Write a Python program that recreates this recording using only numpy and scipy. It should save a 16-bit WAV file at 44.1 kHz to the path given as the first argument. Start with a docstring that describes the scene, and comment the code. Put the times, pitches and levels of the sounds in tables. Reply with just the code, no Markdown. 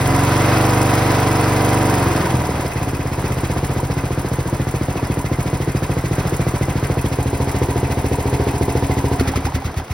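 """Beside a sheet-metal wall, a hand-held phone with two ports moves around a lawn tractor.
Its single-cylinder four-stroke engine runs fast, is throttled down to idle and switched off.
Each cycle rings pipe and muffler with a low thud and a sharp bang; two valve strokes tick and puff.
The casing rattles, the valve gear taps and the cooling fan rushes, all from filtered pulses and noise.
Under load, tones on the cycle rate drone; at the stop, cracks and a loose part's knocks are heard."""
import sys
import numpy as np
from scipy import signal
from scipy.fft import rfft, irfft, next_fast_len
from scipy.io import wavfile
from scipy.ndimage import uniform_filter1d

SR = 44100
rng = np.random.default_rng(int(sys.argv[2]) if len(sys.argv) > 2 else 0)


def boost(x):
    """Linear amplitude factor 10**(x/20) for a level x in decibels (scalar or array-like)."""
    u = np.asarray(x, float) / 20
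    return 10 ** u


def generate_wav(sig):
    """Save sig (samples, or channels by samples) to the path in sys.argv[1] as 16-bit PCM at SR."""
    pcm = np.round(np.clip(np.atleast_2d(sig).T, -1, 1) * 32767).astype(np.int16)
    wavfile.write(sys.argv[1], SR, pcm)


N = 437913
T = np.arange(N) / SR  # time in s
FFT_SIZE = next_fast_len(N)
HZ = np.maximum(np.arange(FFT_SIZE // 2 + 1) * SR / FFT_SIZE, 1)  # frequency of each filter bin
MAX_CYCLES = 400  # more than the engine makes
IDLE_RATE = 14  # cycles per s
IGNITION_OFF_S = 9.185


def level(x, db):
    """Scale to an rms level."""
    return x * boost(db) / np.sqrt(np.mean(x ** 2))


def even(x):
    """Hold the power at 1 over a few cycles, whatever the speed."""
    power = uniform_filter1d(uniform_filter1d(x ** 2, size=8000), size=8000)
    return x / np.sqrt(power + 1e-12)


def follow(table):
    """Draw a two-column table out over time."""
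    return np.interp(T, *np.transpose(table))


def shape(x, gain):
    """Filter by a complex gain given on HZ."""
    return irfft(rfft(x, FFT_SIZE) * gain, FFT_SIZE)[..., :N]


def ring(hz, width):
    """Response of one resonance, gain 1 at its centre."""
    return 1 / (1 + 1j * (HZ - hz ** 2 / HZ) / width)


def late(ms):
    """A pure delay."""
    return np.exp(-2j * np.pi * HZ * ms / 1000)


def colour(points):
    """Gain through (Hz, dB) points, straight on a log pitch scale."""
    hz, db = np.transpose(points)
    return boost(np.interp(np.log(HZ), np.log(hz), db, left=-60, right=db[-1] - 1.0))


def modes(push, table, column=0):
    """Ring delayed modes with the gains of one column, the sum darkened above 560 Hz."""
    gain = sum(row[3 + column] * late(row[2]) * ring(row[0], row[1]) for row in table)
    return shape(push, gain / (1 + (HZ / 560) ** 4))


def pulses(cycle, at, sizes):
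    """One click each time the cycle passes the share `at`, split between two samples."""
    turn = np.arange(np.ceil(cycle[0] - at), cycle[-1] - at)
    place = np.interp(turn + at, cycle, np.arange(N - 0.))
    i, out = place.astype(int), np.zeros(N + 1)
    out[i] += sizes[:len(i)] * (1 - place + i)
    out[i + 1] += sizes[:len(i)] * (place - i)
    return out[:N]


def walk(rate):
    """Random levels held 1 / rate s and slewed twice."""
    hold = int(SR / rate)
    steps = np.repeat(rng.standard_normal(N // 200), hold)[:N]
    return uniform_filter1d(uniform_filter1d(steps, hold), hold)


def steadied(draws):
    """Per-cycle chance, bounded, and narrower over the cycles at working speed."""
    return np.clip(draws, -2, 2) * np.interp(np.arange(MAX_CYCLES), [46, 64], [.4, 1])


# engine speed, one cycle every two shaft turns: start_s, rate [cycles per s]
SPEED = [(0.0, 21.99), (0.43, 24.129), (0.65, 24.606), (1.22, 23.811), (1.86, 24.186), (2.14, 21.513),
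         (2.3, 20.813), (2.96, 16.428), (3.9, 14.546), (4.9, 13.87), (5.42, 14.007), (5.76, 13.55),
         (6.15, 14.136), (6.6, 13.845), (8.45, 14.149), (9.1, 13.73), (9.93, 6.459)]


def engine_cycle():
    """Count the engine's cycles by summing its speed."""
    return -.04 + np.cumsum(follow(SPEED)) / SR


def pace(cycle):
    """Speed as a multiple of idle."""
    return np.gradient(cycle) * SR / IDLE_RATE


def load(cycle):
    """0 at idle or with the throttle shut, 1 under power at working speed."""
    shut_s, travel_s = 2.016, 0.13
    throttle = np.clip((shut_s - T) / travel_s + .5, 0, 1)
    return np.clip((pace(cycle) - 1.1) / .55, 0, 1) * throttle


# the phone moves nearer and further: start_s, level_db [on thud, bang, casing, blowdown and gas]
NEARNESS = [(0, 1.5), (0.6, 1.5), (1.3, 0), (2.2, 0.1), (2.6, -1.5), (3.0, -2), (3.5, 0.5), (4.2, -0.43),
            (6.5, 1.5), (7.5, 1.55), (9.1, 2.5)]


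def loudness(cycle, law):
    """A layer's level in dB from speed, spark and the phone's distance."""
    idle_db, powered_db, step_db, coasting_db = law
    spark_fade_s = 0.11
    off = np.clip((T - IGNITION_OFF_S) / spark_fade_s + .5, 0, 1)
    doublings = np.log2(pace(cycle))
    powered = (1 - off) * powered_db * doublings
    coasting = off * (step_db + coasting_db * doublings)
    return idle_db + powered + coasting + follow(NEARNESS)


# the phone turns towards and away from the exhaust outlet: start_s, level_db [on the bang]
FACING = [(0, -5.5), (0.5, -3.5), (1.9, -0.9), (2.3, 2), (2.66, 1.5), (2.85, 0.2), (4.5, 0.5), (5.5, 0.4),
          (7.0, 1), (7.25, 1.85), (9.0, 2.1)]
# how thud and bang follow the engine: idle_db [relative], powered_db [per doubling of speed],
# step_db [as the spark stops], coasting_db [per doubling of speed]
THUD_LAW = (-21, 1.5, -1, 5)
BANG_LAW = (-23.5, 3, -2, 21)


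def exhaust_levels(cycle):
    """The bang follows the way the phone faces; the low thud follows it only slightly."""
    facing_db = follow(FACING)
    thud_db = loudness(cycle, THUD_LAW) + 0.098 * facing_db
    bang_db = loudness(cycle, BANG_LAW) + facing_db
    return thud_db, bang_db, facing_db


# which exhaust voice holds: start_s, voice [0 at speed, 1 idle beside the engine, 2 idle behind it]
VOICE = [(0, 0.022), (2.05, 0.11), (2.35, 1.35), (6.4, 1.03), (7.1, 1.36), (7.25, 1.78), (8.1, 1.85),
         (9.13, 2.5), (9.25, 0.98)]


def exhaust_voice():
    """Shares of the idling voice, and of the phone's place behind the engine."""
    voice = follow(VOICE)
    return np.clip(voice, 0, 1), np.clip(voice - 1, 0, 1)


# burns that stumble as the throttle closes or come weak at idle: start_s, thud_db, bang_db
STUMBLES = [(2.06, 5, 3.5), (2.33, 5.5, 0), (2.385, 5.5, 4), (2.487, 2, 5), (2.599, -3, -12.5),
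            (2.643, 1, 3.5), (2.7, -9.5, -9.5), (3.69, -3, -3), (4.245, -3.5, -2), (4.455, -3, -1),
            (4.955, -6.5, -4.5), (7.11, -2.5, -4.5), (8.535, -2, -4.5)]


def burns(cycle, chance):
    """Pulses for each burn: the slug of gas, the bang, and the bang with further scatter."""
    # burns are even under load and uneven once the throttle closes
    ragged = np.interp(np.arange(MAX_CYCLES), [46, 50, 60, 64], [.3, 1, 1, 1])
    stumble_db = np.zeros((2, MAX_CYCLES))
    for start_s, *dbs in STUMBLES:
        stumble_db[:, round(np.interp(start_s, T, cycle))] = dbs
    slug = pulses(cycle, 0, boost(ragged * 1.08 * chance[0] + stumble_db[0]))
    # now and then a weak burn
    burn_db = ragged * (.8 - 1.6 * abs(chance[1]) + 1.2 * chance[0]) + stumble_db[1]
    burn = pulses(cycle, 0, boost(burn_db))
    scattered = pulses(cycle, 0, boost(burn_db + ragged * 1.2 * chance[2]))
    return slug, burn, scattered


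# pipe and muffler modes, hot and under load: pitch_hz, width_hz, arrival_ms, gain [signed, relative]
FAST_PIPE = [(42, 3.1, 4.3, 5), (85.5, 19, 11, -8), (135.8, 23.6, 10.12, 14.5), (156, 23, 1.9, 4.5),
             (178, 53, 5.33, -3)]
FAST_MUFFLER = [(224, 120, 1.9, -5), (277, 12.3, 2.34, 22), (313, 72, 6.7, 19), (340, 28, 1.1, -5),
                (403, 18, 3.8, 8), (441, 180, 4.1, 21), (490, 58, 8.4, 17)]
# pipe modes and muffler shell modes at idle, the last three of the muffler a return of the bang:
# pitch_hz, width_hz, arrival_ms, beside_gain, behind_gain [signed, relative]
PIPE = [(47.3, 10, 8.9, -30, -24), (79.8, 24, 13.3, -53, -100), (131.6, 27, 11.4, -88, -128),
        (158, 41, 2.5, -233, -193), (164.5, 66, 5.5, -157, -139)]
MUFFLER = [(202, 320, 1.6, 66, -17), (276, 16.4, 2.4, -21, -129), (330.5, 50, 6.9, 40, 119),
           (346, 48, 2.8, 40, 170), (346.5, 404, 1.8, -76, -12), (412, 7, 2.8, 12, -82),
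           (417, 145, 4.1, 73, 75), (469, 81, 3.4, 63, 57), (305, 85, 16.1, -14, -14),
           (275, 79, 17.3, -13, 9), (423, 91, 24.6, 4, 13)]


def exhaust(cycle):
    """Burns ring pipe and muffler; spark off, soft thuds return, the shell rings late, the intake gulps."""
    thud_db, bang_db, facing_db = exhaust_levels(cycle)
    idling, behind = exhaust_voice()
    chance = rng.standard_normal((3, MAX_CYCLES))
    slug, burn, scattered = burns(cycle, chance)

    fast_thud = boost(thud_db + 1.8) * even(modes(slug, FAST_PIPE))
    fast_bang = boost(bang_db - 3.0) * even(modes(burn, FAST_MUFFLER))
    fast = fast_thud + fast_bang * (1 - .9 * load(cycle))  # most of the bang melts into the drone

    # the higher muffler modes answer each burn with their own strength
    split_hz = 360
    low = [m for m in MUFFLER if m[0] < split_hz]
    high = [m for m in MUFFLER if m[0] >= split_hz]
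    idle = 0
    for column, share in enumerate([1 - behind, behind]):
        bang = modes(burn * share, low, column) + modes(scattered * share, high, column)
        idle = idle + modes(slug * share, PIPE, column) + boost(facing_db) * bang
    firing = np.sqrt(idling) * boost(thud_db + 0.5) * even(idle) + np.sqrt(1 - idling) * fast

    returns = late(5.5) + 0.45 * late(32) + 0.2 * late(58)
    air = shape(-slug, returns * ring(88, 66) * ring(70, 110) / (1 + (HZ / 190) ** 4))
    # the intake gulps between thuds
    gulp = pulses(cycle, .55, boost(-28 + 3.0 * chance[2]))
    air = air + shape(gulp, ring(68, 60) * ring(60, 90))
    shell_gain = late(22.4) * ring(269, 12) + 0.33 * late(22) * ring(363, 160)
    shell = shape(burn, shell_gain / (1 + (HZ / 500) ** 4))
    coasting = boost(thud_db - 0.3) * even(air) + boost(bang_db + 1.5) * even(shell)

    shaft = boost(-37.5) * pace(cycle) ** 1.8 * np.sin(4 * np.pi * cycle)  # one shake every turn
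    return np.where(T > IGNITION_OFF_S, coasting, firing) + shaft


# steady tones of the frame and cowl shaking under load: multiple [of the cycle rate], level_db [relative]
DRONE = [(7, -15), (8, -8), (9, -15), (10, -15), (11, -12), (12, -9), (13, -6), (14, -13), (15, -18),
         (16, -15), (17, -12), (18, -7), (19, -18), (20, -8), (21, -13), (24, -10), (25, -18), (27, -13),
         (28, -17), (29, -17), (30, -14), (31, -15), (32, -7), (34, -11), (35, -16), (40, -14), (41, -13),
         (42, -18)]


def drone(cycle):
    """Wavering tones on the cycle rate, above the exhaust thud; they stop quickly as the throttle shuts."""
    tones = 0
    for multiple, db in DRONE:
        turns = multiple * cycle + rng.random() + 0.06 * walk(20)
        tones = tones + boost(db + 1.2 * walk(6)) * np.sin(2 * np.pi * turns)
    bang_db = exhaust_levels(cycle)[1]
    return boost(bang_db + 2.5) * level(tones, 0) * load(cycle)


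# valve strokes: at [share of the cycle after firing], level_db [relative], rise, fade [shares of a cycle]
VALVES = [(.26, -6.5, 0.015, 0.18), (.57, -2, 0.03, 0.093)]


def strokes(cycle):
    """Gas flow over the cycle: a quick rise and slower fade at each valve stroke, a new size each time."""
    flow = 0
    for at, db, rise, fade in VALVES:
        since = cycle - at + 2
        size = boost(db + 3.2 * rng.standard_normal(MAX_CYCLES))[since.astype(int)]
        flow = flow + size * (1 - np.exp(-(since % 1) / rise)) * np.exp(-(since % 1) / fade)
    return flow


# colour of the long puff: pitch_hz, level_db [relative]
BLOW = [(1700, 6.5), (2100, 10.5), (3000, 2), (5200, -0.5), (6800, 1), (9000, -4.5)]
# how the puff follows the engine: idle_db [relative], powered_db [per doubling of speed],
# step_db [as the spark stops], coasting_db [per doubling of speed]
BLOW_LAW = (-43, 0.5, 6, 5.5)


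def blowdown(cycle, flow):
    """Gas leaves the cylinder in one long puff after each firing, and again at the valve strokes."""
    speed = pace(cycle)
    size = boost(1.5 * rng.standard_normal(MAX_CYCLES))[(cycle + 1).astype(int)]
    phase = 2 * np.pi * (cycle - 0.24 * np.minimum(speed, 1))
    puff = size * np.exp(2.0 / speed * (np.cos(phase) - 1)) + 0.36 * flow
    noise = rng.standard_normal((2, N)) * (0.087 * speed + puff)
    return boost(loudness(cycle, BLOW_LAW) + 3.5) * level(shape(noise, colour(BLOW)), 0)


# colour of the gas hiss: pitch_hz, level_db [relative]
GAS = [(5000, -10), (7500, 7.5), (9400, 2), (12000, -0.5), (15500, -2.5)]
# how the hiss follows the engine: idle_db [relative], powered_db [per doubling of speed],
# step_db [as the spark stops], coasting_db [per doubling of speed]
GAS_LAW = (-45, 7, -1, 16)


def gas_hiss(cycle, flow):
    """Bright noise, steady in part and swelling with the gas flow of the valve strokes."""
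    noise = rng.standard_normal((2, N)) * (0.13 * pace(cycle) + flow)
    return boost(loudness(cycle, GAS_LAW)) * level(shape(noise, colour(GAS)), 5.95)


# colour of fan and intake: pitch_hz, level_db [relative]
RUSH = [(120, 1.5), (200, -6), (250, -10.5), (320, -6.5), (450, -6), (600, -11), (1200, -14), (2200, -21),
        (3200, -27), (5500, -30), (8000, -38.5)]


def fan_rush(cycle):
    """Cooling fan and intake: wavering coloured noise, thinner in the bass under load."""
    noise = rng.standard_normal((2, N)) * boost(1.07 * walk(12))
    rush = level(shape(noise, colour(RUSH)), 0.41)
    rush = rush - load(cycle) * shape(rush, 1 / (1 + (HZ / 600) ** 2))
    return rush * (1 + 0.11 * np.cos(2 * np.pi * (cycle - .25)))  # the intake draws once a cycle


def clatter(cycle):
    """The same parts strike in the same order each cycle, more faithfully at speed; the rest is new."""
    slots = 2048  # steps in one cycle
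    pattern = rng.standard_normal((2, slots))
    same = np.clip(.45 * (pace(cycle) - .4), 0, .6)
    place = (cycle % 1 * slots).astype(int) % slots
    return same * pattern[..., place] + np.sqrt(1 - same ** 2) * rng.standard_normal((2, N))


# casing modes: pitch_hz, width_hz, level_db [relative]
CASING = [(273.2, 8.7, 6), (334.5, 11.2, 5.5), (586, 10, 2.5), (728.4, 52, 4.5), (1004, 100, 1),
          (1280, 345, -6.5), (2035, 85, -10.5), (2670, 170, -20), (3240, 97, -45), (4770, 460, -26.5)]


def casing(cycle):
    """Firing and valve ticks and a steady rattle ring the metal casing; the ticks hit harder at speed."""
    ticks = 0
    for at, db in [(0, -3), (.75, 0)] + [valve[:2] for valve in VALVES]:
        ticks = ticks + pulses(cycle, at, boost(db + 3.5 * rng.standard_normal(MAX_CYCLES)))
    ticks = ticks * pace(cycle) ** 0.43
    swell = 1 + 0.21 * np.cos(2 * np.pi * (cycle - .2))
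    rattle = swell * boost(1.7 * walk(25)) * clatter(cycle)
    # neighbouring modes ring in opposite sign
    body = sum((-1) ** k * boost(db) * ring(hz, width) for k, (hz, width, db) in enumerate(CASING))
    return level(shape(level(ticks, -6.0) + rattle, body), 0)


# taps of the valve gear: at [share of the cycle after firing], level_db [relative]
TAPS = [(.02, -9), (0.301, -10.5), (.45, -2.5), (.62, -13), (.8, -7)]
# what the taps ring: pitch_hz, width_hz, level_db [relative]
ROCKERS = [(754, 110, 2), (985, 21, 8), (1565, 55, 5.5), (2030, 44, 5), (2325, 11, 10), (2500, 29, 0),
           (3240, 36, -12), (4800, 36, -13), (5200, 110, -17)]


def tappets(cycle):
    """Rockers tap a little early or late; every tap rings the modes in a new balance."""
    slop, scatter_db = 0.0199, 7.5  # slop scales the timing walk, in shares of a cycle
    loose = np.maximum.accumulate(cycle + slop * walk(30))
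    chance = steadied(rng.standard_normal((len(ROCKERS), len(TAPS), MAX_CYCLES)))
    out = 0
    for (hz, width, mode_db), draws in zip(ROCKERS, chance):
        push = sum(pulses(loose, at, boost(db + scatter_db * d)) for (at, db), d in zip(TAPS, draws))
        out = out + shape(push, boost(mode_db) * ring(hz, width))
    return level(out, -16.5)


# clack of the valve gear after each firing: pitch_hz, width_hz, level_db [relative],
# at [share of the cycle], fade_ms
CLACK = [(970, 86, -6.5, .4, 7), (1512, 170, -16.5, .25, 7.3), (2070, 220, -11.5, .2, 26),
         (2558, 190, -12.5, .25, 22), (3245, 170, -21.5, .24, 5.3), (5140, 470, -18, .3, 10.6)]


def clack(cycle):
    """Short rattling bursts, sharp in attack, each mode with a new strength every cycle."""
    out = 0
    for hz, width, db, at, fade_ms in CLACK:
        since = cycle - at + 2
        size = boost(4.5 * steadied(rng.standard_normal(MAX_CYCLES)))[since.astype(int)]
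        fade = pace(cycle) * IDLE_RATE * fade_ms / 1000  # as a share of the cycle
        burst = size * np.exp(-(since % 1) / fade) * rng.standard_normal((2, N))
        out = out + level(shape(burst, ring(hz, width) ** 2), db - 7.5)
    return out


# how the metal and fan follow the engine: idle_db [relative], powered_db [per doubling of speed],
# step_db [as the spark stops], coasting_db [per doubling of speed]
CASING_LAW = (-29.5, 12.5, -0.5, 7)
# what the cowl adds or shades once the phone is behind the engine: pitch_hz, width_hz, share [signed]
COWL = [(692, 47, 0.6), (867, 105, 1), (1240, 720, -0.49)]


def metalwork(cycle):
    """Fan, casing and valve gear share one level law; the cowl recolours them behind the engine."""
    parts = fan_rush(cycle) + boost(-4.0) * casing(cycle) + tappets(cycle) + clack(cycle)
    metal = boost(loudness(cycle, CASING_LAW)) * parts
    _, behind = exhaust_voice()
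    return metal + behind * shape(metal, sum(share * ring(hz, width) for hz, width, share in COWL))


# the exhaust valve snaps open on unburnt charge as the engine runs down: start_s, level_db [relative]
SNAPS = [(9.1965, -14), (9.2758, -18), (9.3586, -15.5), (9.4529, -16.5), (9.5512, -18.5), (9.6444, -24),
         (9.7827, -24)]


def snaps():
    """A sharp broad crack of fading noise that dies in the casing."""
    out, since_ms = np.zeros((2, N)), np.arange(1500) * 1000 / SR
    fade_ms = 6.4
    for start_s, db in SNAPS:
        i = int(start_s * SR)
        out[:, i:i + 1500] = boost(db) * rng.standard_normal((2, 1500)) * np.exp(-since_ms / fade_ms)
    return 2.1 * shape(out, ring(1400, 300) + 0.43 * ring(2050, 600) + 0.2 * ring(4300, 3000))


# loose part knocking as the engine rocks to rest: start_s, level_db [relative]
KNOCKS = [(9.254, -15), (9.336, -15), (9.425, -20), (9.467, -16), (9.521, -15.5), (9.621, -15),
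          (9.668, -22), (9.742, -14.5), (9.798, -12), (9.879, -16)]


def knocks():
    """Each knock is a short noise burst that rings two modes of the loose part."""
    out = np.zeros(N)
    for start_s, db in KNOCKS:
        i = int(start_s * SR)
        out[i:i + 500] = boost(db) * rng.standard_normal(500) * np.exp(-np.arange(500) / 200)
    return 7 * shape(out, ring(810, 80) + 0.13 * ring(1180, 92))


# stereo phase by pitch, held flat near some half turns where mid or side is all but empty:
# pitch_hz, phase [radians between left and right], likeness [0-1]
STEREO_PHASE = [(60, .01, 1), (150, -.06, 1), (330, -.3, 1), (780, -.85, .4), (1300, -.38, .6),
                (2000, .6, .5), (2700, 1.6, .2), (4000, .8, .4), (5100, .65, .3), (6100, 1.5, .7),
                (6800, 3.1, .7), (7900, 3.18, .7), (9000, 5.1, .7), (9900, 6.24, .7), (11300, 6.33, .7),
                (12200, 7.9, .6), (12950, 9.4, .6), (14400, 9.45, .6), (15200, 11, .5), (16000, 12.2, .5)]
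# small lean of the stereo picture by pitch: pitch_hz, level_db [added to left over right]
STEREO_LEAN = [(200, 0), (330, 1), (600, .5), (1200, 0), (2400, -2.2), (4400, -.6), (8000, 0)]


def stereo(pair):
    """Mid and side share the sound by a phase set for each pitch; the unlike share uses the second draw."""
    hz, phase, alike = np.transpose(STEREO_PHASE)
    phase, alike = np.interp(HZ, hz, phase), np.clip(np.interp(HZ, hz, alike), 0, 1)
    mid = shape(pair[0], np.cos(phase / 2))
    side = shape(pair[0], 1j * np.sin(phase / 2) * alike)
    side = side + shape(pair[1], np.sin(phase / 2) * np.sqrt(1 - alike ** 2))
    lean_hz, lean_db = np.transpose(STEREO_LEAN)
    lean = np.interp(np.log(HZ), np.log(lean_hz), lean_db)
    side = side + shape(mid, np.tanh(lean * np.log(10) / 40))
    return np.array([mid + side, mid - side])


def scene():
    """The engine's layers, the noisy ones mostly as two unrelated draws, spread into stereo."""
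    cycle = engine_cycle()
    flow = strokes(cycle)
    engine = exhaust(cycle) + drone(cycle) + metalwork(cycle)
    hiss = blowdown(cycle, flow) + gas_hiss(cycle, flow)
    return stereo(engine + hiss + snaps() + knocks())


def band_limit(x):
    """A steep low-pass at the top of the band."""
    return signal.sosfilt(signal.butter(12, 17110, fs=SR, output="sos"), x)


def record(dry):
    """The phone cuts the deepest bass and the top."""
    bass_cut = signal.butter(4, 38, "highpass", fs=SR, output="sos")
    top_cut = signal.ellip(8, .2, 70, 15750, fs=SR, output="sos")
    mix = signal.sosfilt(top_cut, signal.sosfilt(bass_cut, dry))
    return band_limit(mix)


dry = scene()
out = record(dry)
generate_wav(out)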